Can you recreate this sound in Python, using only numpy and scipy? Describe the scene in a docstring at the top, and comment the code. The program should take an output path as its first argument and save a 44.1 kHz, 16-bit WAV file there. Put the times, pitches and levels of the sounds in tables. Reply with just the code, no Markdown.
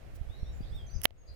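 """Wind buffets each port of a phone at a reed bed by a pond: lumpy low noise plus single pressure puffs.
Birds whistle as bending near-sines, a chick peeps as a harmonic stack, both with scattered echoes.
The case creaks and snaps by the right port: slips ring short decaying modes; a limiter then ducks the scene.
Rustles are short high-passed noise; the outdoor hush is shaped noise."""
import sys
import numpy as np
from scipy import signal
from scipy.fft import rfft, irfft
from scipy.io import wavfile
from scipy.ndimage import uniform_filter1d

SR = 44100
rng = np.random.default_rng(int(sys.argv[2]) if len(sys.argv) > 2 else 0)


def linear_from_db(decibels):
    """Turn decibels (scalar or array-like) into linear amplitude factors; 0 gives 1."""
    return 10 ** (np.asarray(decibels, float) / 20)


def int16_out(signal):
    """Quantize to a 16-bit WAV file."""
    q = np.round(np.clip(np.atleast_2d(signal).T, -1, 1) * 32767)
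    wavfile.write(sys.argv[1], SR, q.astype(np.int16))


N = 59535

# wind rumble level: time_s, left_db, right_db
WIND_LEVELS = [(0, -47, -57), (.1, -46.5, -42), (.27, -49, -46.5), (.33, -43.5, -45), (.62, -38, -40),
               (.75, -40.5, -37), (0.879, -46.5, -42), (.95, -27.5, -57), (1.031, -45.5, -53),
               (1.2, -45, -44)]
# wind spectrum, relative: freq_hz, density_db
WIND_SPECTRUM = [(10, -12), (25, 0.5), (76, -2), (170, -21), (350, -48), (700, -82.5)]
WIND_LUMPS_RMS_DB, WIND_LUMPS_HZ = 2.5, 12
# single puffs, level before rebound: time_s, level_db, width_s, port (0 left, 1 right)
WIND_PUFFS = [(0.2154, -20, 0.0049, 1), (.299, -25.5, 0.0045, 1), (0.4318, -17.5, 0.0043, 1),
              (0.6077, -23, 0.0018, 0)]
PUFF_RISE_SHARE, PUFF_REBOUND_SHARE = 0.56, 0.17

# slips of the case, mode gains come on top: time_s, tick_db, body_db, push_db
CASE_SNAPS = [(1.0170, -25.5, -36, -51), (1.034, -24, -48, -56.5), (1.0370, -16, -32, -56),
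              (1.0437, -11, -25.5, -48.5), (1.0493, -16.5, -32, -44), (1.0536, -31.5, -23, -42.5),
              (1.0539, -6.5, -24, -5.5), (1.0552, -8.5, 4, -13), (1.1073, -48, -32.5, -26)]
# bright modes of the case: freq_hz, level_db, t60_s
TICK_RESONANCES = [(5600, -3, .0018), (10930, 0.5, 0.0026), (12220, -1.5, 0.0023), (15050, 2.5, 0.002)]
# body modes of the case: freq_hz, level_db, t60_s
BODY_RESONANCES = [(2130, -3.5, 0.0063), (3020, 5, 0.0034), (3910, -7.5, 0.0036)]
# extra modes at the left port: freq_hz, level_db, t60_s
LEFT_RESONANCES = [(6500, 12.5, 0.0021), (9000, 0, 0.0045)]
PUSH_HZ, PUSH_T60_S, MODE_RISE_S = 640, 0.0081, 0.00008
LEFT_TICK_POWER, LEFT_TICK_DB = 2.9, -10.5  # the far port hears the hard ticks best
# base level of the creak's slips: time_s, level_db
CREAK_LEVELS = [(1.01, -69.5), (1.03, -68.5), (1.044, -48.5), (1.053, -35.5), (1.058, -70)]
CREAK_SLIPS_PER_S, CREAK_SPREAD_DB, CREAK_LEFT_DB = 5000, 1, -27.5

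# clear whistles: start_s, length_s, start_hz, middle_hz, end_hz, level_db, left_minus_right_db
BIRD_WHISTLES = [(.285, 0.096, 3278, 3775, 3920, -68.5, 18), (.365, 0.18, 5625, 5600, 5550, -70, 0),
                 (.435, 0.083, 3250, 3730, 3950, -66, -4.5), (.605, 0.04, 4880, 4750, 5480, -67, -6),
                 (.68, .14, 8200, 8400, 7300, -78.5, -5), (.862, 0.034, 6550, 6130, 6020, -63, -12.5),
                 (.885, .035, 3611, 4650, 4600, -66.5, 1), (.895, 0.11, 5925, 6090, 6190, -61, -8),
                 (.93, .022, 4500, 5000, 5650, -62, 6), (.951, 0.027, 6102, 5000, 4700, -57.5, 5.5),
                 (1.155, .14, 6850, 6500, 6830, -68.5, -10), (1.268, 0.046, 4800, 4836, 4840, -63.5, 5)]
WHISTLE_HAZE_SHARE, WHISTLE_WAVER_SHARE, WHISTLE_HAZE_HZ = 0.21, 0.0033, 91
# hazy, broken chatter further off: start_s, length_s, start_hz, middle_hz, end_hz, level_db,
# left_minus_right_db
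BIRD_CHATTER = [(.34, 0.14, 3940, 4050, 3810, -69, 5), (.515, 0.082, 6870, 7080, 6780, -71.5, -3),
                (.618, 0.0785, 3250, 3650, 3860, -68.5, -12), (.65, 0.076, 4544, 4550, 4940, -70, -6),
                (1.265, 0.079, 4350, 4400, 4340, -62.5, -2)]
CHATTER_HAZE_SHARE, CHATTER_WAVER_SHARE, CHATTER_HAZE_HZ = 0.95, 0.012, 380

# chick's peep: time_s, second_partial_hz, level_db
PEEP_ARCH = [(.715, 3232, -65.5), (.738, 3594, -63), (.762, 3692, -60), (0.796, 3292, -61.5),
             (0.843, 3180, -67.5)]
# peep partials, relative: multiple, level_db
PEEP_STACK = [(2, 0), (3, -16.5), (4, -26), (5, -25), (6, -31), (8, -21)]
PEEP_BRIGHT_S, PEEP_BRIGHT_WIDTH_S, PEEP_PAN_DB_PER_MULTIPLE = 0.76, 0.019, -3
ECHO_DB, ECHO_T60_S = -1.5, 0.25

# rustles in the reeds, level before the high-pass: time_s, length_s, level_db, low_edge_hz
REED_RUSTLES = [(0.144, 0.031, -60, 3350), (.52, 0.13, -73, 10500), (.906, 0.0077, -63.5, 8600),
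                (1.339, .008, -61.5, 7500)]
RUSTLE_LEFT_MINUS_RIGHT_DB = -4

# hush spectrum, relative: freq_hz, density_db
HUSH_SPECTRUM = [(88, -27.5), (150, -9.5), (643, -8.5), (953, -19), (2050, -20.5), (4420, -31), (8790, -37),
                 (15300, -40), (16500, -57)]
# hush balance: freq_hz, left_minus_right_db
HUSH_BALANCE = [(300, -3), (5000, -5.5), (12000, -5)]
HUSH_DB, HUSH_PATCH_DB, HUSH_SWELL_RMS_DB, HUSH_SWELL_HZ = -58, -0.5, -0.51, 3

LIMIT_DB, LIMIT_SHARE, LIMIT_RELEASE_DB_PER_S = -22.5, 0.54, 76
HOLD_DB, HOLD_SHARE, HOLD_RELEASE_DB_PER_S = -11, 0.5, 0  # never lets go
CEILING = 0.97


def evened(x):
    """Scales to unit rms."""
    return x / np.sqrt(np.mean(x ** 2) + 1e-20)


def read(points, hz):
    """Interpolates a table on a log-frequency axis."""
    point_hz, value = np.transpose(points)
    return np.interp(np.log(hz + 1), np.log(point_hz + 1), value)


def add(mix, start_s, sound):
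    """Mixes a two-channel sound in at a time."""
    part = mix[:, round(start_s * SR):][:, :sound.shape[1]]
    part += sound[:, :part.shape[1]]


def slow(hz, size):
    """Unit-rms random drift, low-passed by a Gaussian at hz."""
    white = rng.standard_normal(size)
    count = white.shape[-1]
    lowpass = np.exp(-(np.fft.rfftfreq(count, 1 / SR) / hz) ** 2)
    return evened(irfft(rfft(white) * lowpass, count))


def pan(left_minus_right_db):
    """Left and right gains."""
    return linear_from_db(np.array([left_minus_right_db / 2, -left_minus_right_db / 2]))


def ring(modes):
    """Sum of exponentially dying modes with a soft start."""
    t = np.arange(600) / SR
    rise = 1 - np.exp(-t / MODE_RISE_S)
    return rise * sum(linear_from_db(db - 60 * t / t60_s) * np.sin(2 * np.pi * hz * t) for hz, db, t60_s in modes)


def noise(spectrum, size, balance=((1, 0),), patch_db=0.):
    """Two unrelated channels of random short-time spectra with drifting patches, unit rms overall."""
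    hop, hz = size // 4, np.fft.rfftfreq(size, 1 / SR)
    a, b, c, d, patch = rng.standard_normal((N // hop + 5, len(hz), 5)).T
    patch = uniform_filter1d(patch, size=10, axis=0)
    patch = evened(uniform_filter1d(patch, size=10, axis=1))
    z = np.array([a + 1j * b, c + 1j * d]) * pan(read(balance, hz))[:, :, None]
    z = z * linear_from_db(read(spectrum, hz)[:, None] + patch_db * patch)
    return evened(signal.istft(z, nperseg=size, noverlap=size - hop)[1][:, :N])


def wind():
    """Turbulence at the ports: lumpy rumble, unrelated left and right, plus puffs that rebound."""
    t = np.arange(N) / SR
    time_s, left_db, right_db = np.transpose(WIND_LEVELS)
    level_db = np.array([np.interp(t, time_s, left_db), np.interp(t, time_s, right_db)])
    lumps_db = WIND_LUMPS_RMS_DB * slow(WIND_LUMPS_HZ, (2, N))
    out = noise(WIND_SPECTRUM, size=4096) * linear_from_db(level_db + lumps_db)
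    for puff_s, db, width_s, port in WIND_PUFFS:
        u = (t - puff_s) / width_s
        push = np.exp(-(u / np.where(u < 0, PUFF_RISE_SHARE, 1)) ** 2)
        rebound = PUFF_REBOUND_SHARE * np.exp(-(u / 4.1) ** 2)
        out[round(port)] -= linear_from_db(db) * (push - rebound)
    return out


def snaps():
    """Slips ring the case: tick, body and low push at the right port, a thin tick at the left."""
    out = np.zeros((2, N))
    tick, body, left = ring(TICK_RESONANCES), ring(BODY_RESONANCES), ring(LEFT_RESONANCES)
    push = ring([(PUSH_HZ, 0, PUSH_T60_S)])
    for time_s, tick_db, body_db, push_db in CASE_SNAPS:
        right_snap = linear_from_db(tick_db) * tick + linear_from_db(body_db) * body + linear_from_db(push_db) * push
        left_snap = linear_from_db(LEFT_TICK_POWER * tick_db + LEFT_TICK_DB) * (left + tick)
        add(out, time_s, -np.array([left_snap, right_snap]))
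    return out + creak(tick, left)


def creak(tick, left):
    """Stick-slip: dense random slips of either sign, each ringing the case modes."""
    time_s, db = np.transpose(CREAK_LEVELS)
    level = linear_from_db(np.interp(np.arange(N) / SR, time_s, db, -200, -200))
    slips = (rng.random(N) < CREAK_SLIPS_PER_S / SR) * rng.choice([-1, 1], N)
    slips = slips * linear_from_db(CREAK_SPREAD_DB * rng.exponential(1, N)) * level
    right_creak = signal.oaconvolve(slips, tick)[:N]
    left_creak = signal.oaconvolve(slips, linear_from_db(CREAK_LEFT_DB) * left)[:N]
    return np.array([left_creak, right_creak])


def notes(rows, waver_share, haze_share, haze_hz):
    """Bird notes: near-sines that bend along a parabola, waver, and blur by random beating."""
    out = np.zeros((2, N))
    for start_s, length_s, start_hz, middle_hz, end_hz, db, side_db in rows:
        n = round(length_s * SR)
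        waver, left, right = slow(haze_hz, (3, 14000))[:, :n]
        bend = np.polyfit([0, .5, 1], [start_hz, middle_hz, end_hz], 2)
        hz = np.polyval(bend, np.arange(n) / n) * (1 + waver_share * waver)
        tone = np.sqrt(2) * np.sin(2 * np.pi * np.cumsum(hz) / SR) * signal.windows.tukey(n, .5)
        haze = 1 - haze_share + haze_share * np.array([left, right])
        add(out, start_s, pan(side_db)[:, None] * linear_from_db(db) * haze * tone)
    return out


def peep():
    """Chick: a thin harmonic stack whose upper partials open at the top of the arch."""
    time_s, hz, db = np.transpose(PEEP_ARCH)
    t = np.arange(time_s[0], time_s[-1], 1 / SR)
    turns = np.cumsum(np.interp(t, time_s, hz)) / SR / 2  # of the fundamental
    bright = np.exp(-((t - PEEP_BRIGHT_S) / PEEP_BRIGHT_WIDTH_S) ** 4)
    stack = 0
    for multiple, partial_db in PEEP_STACK:
        partial = linear_from_db(partial_db) * np.sin(2 * np.pi * round(multiple) * turns)
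        if multiple > 3.5:
            partial = partial * bright
        stack = stack + pan(PEEP_PAN_DB_PER_MULTIPLE * multiple)[:, None] * partial
    envelope = linear_from_db(np.interp(t, time_s, db)) * signal.windows.tukey(len(t), .15)
    out = np.zeros((2, N))
    add(out, time_s[0], np.sqrt(2) * stack * envelope)
    return out


def outdoors(x):
    """Scattered echoes off water and banks: a decaying noise tail after a 4 ms gap."""
    t = np.arange(SR // 3) / SR
    tail = rng.standard_normal((len(t), 2)).T * linear_from_db(-60 * t / ECHO_T60_S) * (t > .004)
    tail = tail / np.linalg.norm(tail[0])
    return x + linear_from_db(ECHO_DB) * signal.fftconvolve(x.mean(0)[None], tail, axes=1)[:, :N]


def rustles():
    """Reeds: short puffs of high-passed noise, unrelated at the two ports."""
    out = np.zeros((2, N))
    for time_s, length_s, db, low_edge_hz in REED_RUSTLES:
        n = round(length_s * SR)
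        highpass = signal.butter(2, low_edge_hz, "high", fs=SR, output="sos")
        puff = signal.sosfilt(highpass, rng.standard_normal((8000, 2)).T)[:, -n:]  # settled part
        gain = linear_from_db(db) * pan(RUSTLE_LEFT_MINUS_RIGHT_DB)[:, None]
        add(out, time_s, gain * puff * np.hanning(n) ** .5)
    return out


def hush():
    """Water, reeds and far traffic: a soft wash of shaped noise that swells slightly."""
    wash = noise(HUSH_SPECTRUM, size=1024, balance=HUSH_BALANCE, patch_db=HUSH_PATCH_DB)
    return wash * linear_from_db(HUSH_DB + HUSH_SWELL_RMS_DB * slow(HUSH_SWELL_HZ, N))


def scene():
    """Sums all sources at the two ports; only the birds get echoes."""
    whistles = notes(BIRD_WHISTLES, WHISTLE_WAVER_SHARE, WHISTLE_HAZE_SHARE, WHISTLE_HAZE_HZ)
    chatter = notes(BIRD_CHATTER, CHATTER_WAVER_SHARE, CHATTER_HAZE_SHARE, CHATTER_HAZE_HZ)
    birds = outdoors(whistles + chatter + peep())
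    return wind() + snaps() + birds + rustles() + hush()


def duck(power, over_db, share, release_db_per_s):
    """Gain cut in dB: a share of the peak excess over a threshold, released at a steady rate."""
    fall_db = np.arange(N) * abs(release_db_per_s) / SR
    power_db = 10 * np.log10(abs(power) + 1e-12)
    peak_db = np.maximum.accumulate(power_db + fall_db, axis=-1) - fall_db
    return share * np.maximum(peak_db - over_db, 0)


def band_limit(x):
    """A steep low-pass at the top of the band."""
    return signal.sosfilt(signal.butter(12, 17270, fs=SR, output="sos"), x)


def record(dry):
    """A shared limiter and a per-port gain hold, both lagging the sound, then a soft ceiling."""
    power = uniform_filter1d(dry ** 2, size=44, axis=1)
    limit_db = duck(power.max(0), LIMIT_DB, LIMIT_SHARE, LIMIT_RELEASE_DB_PER_S)
    hold_db = duck(power, HOLD_DB, HOLD_SHARE, HOLD_RELEASE_DB_PER_S)
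    cut_db = uniform_filter1d(limit_db + hold_db, size=60, axis=1)
    cut_db = np.pad(cut_db, ((0, 0), (70, 0)))[:, :N]  # lag in samples
    held = CEILING * np.tanh(dry / linear_from_db(cut_db) / CEILING)
    return band_limit(held)


dry = scene()
out = record(dry)
int16_out(out)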